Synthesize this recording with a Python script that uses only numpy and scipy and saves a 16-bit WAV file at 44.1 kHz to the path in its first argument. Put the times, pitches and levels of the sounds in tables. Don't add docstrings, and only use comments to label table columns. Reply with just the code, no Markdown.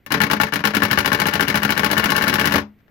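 import sys
import numpy as np
from scipy import signal
from scipy.fft import rfft, irfft
from scipy.io import wavfile

SR = 44100
rng = np.random.default_rng(int(sys.argv[2]) if len(sys.argv) > 2 else 0)


def materialize(psi):
    bounded = np.clip(np.atleast_2d(psi).T, -1, 1)
    quanta = np.round(bounded * 32767).astype(np.int16)
    wavfile.write(sys.argv[1], SR, quanta)


N = 127890


def gain(db):
    return 10 ** (np.asarray(db) / 20)


def colour(sound, hz, db):
    size = 4096
    freqs = np.maximum(np.fft.rfftfreq(size, 1 / SR), 1)
    cepstrum = irfft(np.log(gain(np.interp(np.log(freqs), np.log(hz), db))))
    cepstrum[1:size // 2] *= 2
    cepstrum[size // 2 + 1:] = 0
    return signal.fftconvolve(sound, irfft(np.exp(rfft(cepstrum))))[:N]


def spikes(times, sizes):
    out = np.zeros(N, np.asarray(sizes).dtype)
    np.add.at(out, np.clip(np.round(times * SR).astype(int), 0, N - 1), sizes)
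    return out


def fade(energy, fade_s):
    return signal.lfilter([1], [1, -np.exp(-2 * np.log(1000) / (fade_s * SR))], energy + 1e-18)


# frequency in Hz, relative level in dB.
AIR_TONE = [(30, -1.5), (100, 3.5), (300, -2.5), (1000, -20), (2000, -15), (6000, -38.5), (16000, -47)]

def air():
    hz, db = np.array(AIR_TONE, float).T
    shared = rng.standard_normal(N)
    rush = np.array([colour(shared + .5 * rng.standard_normal(N), hz, db) for _ in range(2)])
    whine = gain(-75.5) * np.sin(2 * np.pi * 14099 * np.arange(N) / SR)
    return gain(-42) * rush + whine


# clack time in seconds, relative knock, clack and rebound levels in dB.
HAMMER_CYCLES = [(0.1207, -13.5, 2.5, -1.5), (0.2159, 4, 2.5, 2.5), (0.3123, -1, 2.5, 2.5),
                 (0.4129, 4, 1.5, 1), (0.5362, -4, 0, 0), (0.6519, 0.5, 3, 1.5), (0.7482, -7.5, 2, 1.5),
                 (0.8325, 3.5, 1.5, 0), (0.9118, -11, 2.5, 0.5), (0.9864, 5, 3, -2), (1.0584, -2.5, 2, 0),
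                 (1.1297, 3.5, 1.5, -0.5), (1.1998, -7, 1, 1), (1.2677, 0.5, 1, -1), (1.336, -11, 0, -0.5),
                 (1.4074, 1, 1.5, 0), (1.4818, -13, 0.5, 0.5), (1.5552, 2, 2, -1.5), (1.6315, -7, 0, 1),
                 (1.7043, 0, 1.5, -0.5), (1.7763, -7, 0, 0.5), (1.8446, 1.5, 2, -1), (1.913, -5, 2, 0.5),
                 (1.9788, -1.5, 3, 0), (2.0405, -8.5, 1.5, 1), (2.1029, -2.5, 0.5, 1.5),
                 (2.1631, -4.5, 2.5, 0.5), (2.222, -1, 0, -0.5), (2.2801, -1.5, 3, 0), (2.339, -1, 2, -1),
                 (2.396, -1, 0.5, 0.5), (2.4552, -1.5, 2.5, 2), (2.5217, -4, -0.5, 0.5)]
# start in seconds, relative level in dB, treble tilt in dB per octave, extra for the wing in dB.
SOCKET_JOLTS = [(.063, -18, 0.5, 5), (0.105, -8.5, -4.5, -14), (0.143, 1.5, -3, 2.5), (.179, -13, -3.5, 13),
                (0.265, -9.5, -4, -18), (.484, -16, -2, -2), (.604, -11.5, -4, 6), (0.703, -17, 0, -3),
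                (2.544, 2, -11, 2.5), (2.557, 2, 0, 4.5), (2.581, 0, -3, -0.5), (2.601, -22, 0.5, 1),
                (2.614, -29, 1, 13), (2.788, -47, -2, -15), (2.803, -45.5, -5, -6.5), (2.88, -41, -6, 7)]
# clatter in dB, treble tilt in dB per octave, steel in dB, wing in dB.
KNOCK, SLIP, CLACK = (-4.5, -3.5, 2.5, 0), (-15.5, -5.5, -2.5, -8), (-2, 1.19, -1.5, -8.5)
REBOUND, RATTLE = (-1.2, -0.49, 1, -0.32), (-10.5, -3.4, -11, -7.5)
CYCLE_S = .075

def hammer_blows():
    clack_at, knock_db, clack_db, rebound_db = np.array(HAMMER_CYCLES, float).T
    stretch = np.gradient(clack_at) / CYCLE_S
    knock_at = clack_at - .0121 * stretch ** .15
    slip_at = clack_at - .006
    rebound_at = clack_at + .01792 * stretch ** .3777
    rattle_at = rebound_at + .028 * stretch ** .5 + .0028 * rng.standard_normal(len(clack_at))
    kinds = [(knock_at, knock_db, KNOCK), (slip_at, clack_db, SLIP), (clack_at, clack_db, CLACK),
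             (rebound_at, rebound_db, REBOUND), (rattle_at, rebound_db, RATTLE)]
    blows = []
    for at, db, (clatter_db, tilt, steel_db, wing_db) in kinds:
        blows.append([at, db + clatter_db, np.full(len(at), tilt), db + steel_db, db + wing_db])
    at, db, tilt, wing_db = np.array(SOCKET_JOLTS, float).T
    blows.append([at, db, tilt, db, db + wing_db])
    return np.hstack(blows)


# frequency in Hz, relative left and right levels in dB.
CLATTER_TONE = [(50, -19.5, -24), (106, -4.5, -4.5), (198, -1, 2), (400, -4, -14.5), (696, -7.5, -15.5),
                (1000, -2, -10), (1630, -1, -15), (2500, -1.5, -19), (3330, -5, -19.5), (4200, -7, -19.5),
                (5210, -8, -22.5), (7320, -17, -31.5), (8400, -24.5, -26.5), (10900, -12.5, -19),
                (15500, -16, -19)]
# top of the band in Hz, relative crack level in dB,
# main fade time in seconds, tail fade time in seconds, relative tail level in dB.
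CLATTER_FADES = [(440, -1.5, 0.11, 0.23, -9), (1220, 1.5, 0.067, 0.21, -5.5), (2390, 2, 0.081, 0.16, -8),
                 (6530, 3.5, 0.044, 0.15, -8), (16500, 6.5, 0.047, 0.088, -10)]
TREBLE_HZ = 1770
CONTACT_S, CRACK_FADE_S = .0003, .0028

def clatter(times, db, tilt):
    again = times + .008 * (.47 + .23 * rng.random(len(times)))
    times, db, tilt = np.r_[times, again], np.r_[db, db - 10], np.r_[tilt, tilt]
    build = np.exp(-1 / (CONTACT_S * SR))
    out, low = np.zeros((2, N)), 40
    for top, crack_db, main_s, tail_s, tail_db in CLATTER_FADES:
        centre = np.sqrt(low * top)
        octaves = max(np.log2(centre / TREBLE_HZ), 0)
        energy = spikes(times, gain(db + tilt * octaves) ** 2)
        energy = signal.lfilter([1 - build], [1, -build], energy + 1e-18)
        crack = gain(crack_db) ** 2 * fade(energy, CRACK_FADE_S)
        tail = gain(tail_db) ** 2 * fade(energy, tail_s)
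        loudness = np.sqrt(crack + fade(energy, main_s) + tail)
        alike = 1 / (1 + (centre / 700) ** 2)
        noise = np.sqrt(alike) * rng.standard_normal(N) + np.sqrt(1 - alike) * rng.standard_normal((2, N))
        band = signal.butter(3, [low, top], "band", fs=SR, output="sos")
        out += signal.sosfilt(band, loudness * noise)
        low = top
    hz, left_db, right_db = np.array(CLATTER_TONE, float).T
    return gain(-3.7) * np.array([colour(out[0], hz, left_db), colour(out[1], hz, right_db)])


def ring(times, db, tilt, notes, scatter):
    chance = rng.standard_normal((len(times), len(notes), 2))
    out = []
    for k, (hz, note_db, fade_s) in enumerate(notes):
        octaves = np.log2(hz / TREBLE_HZ)
        size = gain(db + note_db + tilt * max(octaves, -.42 * octaves))
        push = size * (1 + scatter * (chance[:, k, 0] + 1j * chance[:, k, 1]))
        spin_and_fade = np.exp((2j * np.pi * hz - np.log(1000) / fade_s) / SR)
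        note = signal.lfilter([1], [1, -spin_and_fade], spikes(times, push) + 1e-18)
        out.append(1j ** k * note.conj())
    return np.array(out)


# pitch in Hz, relative level in dB, fade time in seconds.
STEEL_NOTES = [(855.2, -4.5, .11), (1091, -6, .11), (1174, -16.5, 0.11), (1412.5, -3, 0.092),
               (1495, -7.5, 0.11), (1576, -3, .08), (1720, -1.5, .07), (1776, -0.5, 0.1), (1967, -14, 0.13),
               (2235, -4, .08), (2827, -4, 0.049), (2982, -4.5, 0.04), (4030, -15, 0.13)]

def steel_ring(times, db, tilt):
    notes = ring(times, db - 19, tilt, STEEL_NOTES, scatter=.5)
    phase_shift = np.exp(2j * np.pi * rng.random((len(STEEL_NOTES), 1)))
    return np.array([notes.sum(0).imag, gain(-17) * (notes * phase_shift).sum(0).imag])


# pitch in Hz, relative level in dB, fade time in seconds.
WING_NOTES = [(72, -15, .3), (94, -12, 0.3), (136, -8.5, 0.18), (182, -8.5, 0.12), (209.4, -0.5, 0.37),
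              (283, -.5, 0.22), (372, -6.5, .14), (440.5, -3.5, .17), (496, -18, 0.096),
              (581.6, -4.5, 0.18), (645, -9.5, .11)]
THUMP_DELAY_S, THUMP_WIDTH_S = .01155, .0008

def wing_drum(times, db):
    clack_at, _, clack_db, _ = np.array(HAMMER_CYCLES, float).T
    doublings = np.interp(times, clack_at, np.log2(CYCLE_S / np.gradient(clack_at)))
    drum_db = db - 28 + 2 * doublings
    drum = ring(times, drum_db, 0, WING_NOTES, scatter=.45).sum(0).imag
    widths = np.arange(-SR // 100, SR // 100) / SR / THUMP_WIDTH_S
    flex = -widths * np.exp((1 - widths ** 2) / 2)
    thump = signal.fftconvolve(spikes(clack_at + THUMP_DELAY_S, gain(clack_db - 24.5)), flex, "same")
    return (drum + thump) * gain([[0], [-2.5]])


def scene():
    times, clatter_db, tilt, steel_db, wing_db = hammer_blows()
    driver = clatter(times, clatter_db, tilt) + steel_ring(times, steel_db, tilt)
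    return driver + wing_drum(times, wing_db) + air()


def record(dry):
    rounded = np.tanh(.75 * dry) / .75
    treble_cut = signal.ellip(10, .2, 80, 15800, fs=SR, output="sos")
    return signal.sosfilt(treble_cut, rounded)


dry = scene()
out = record(dry)
materialize(out)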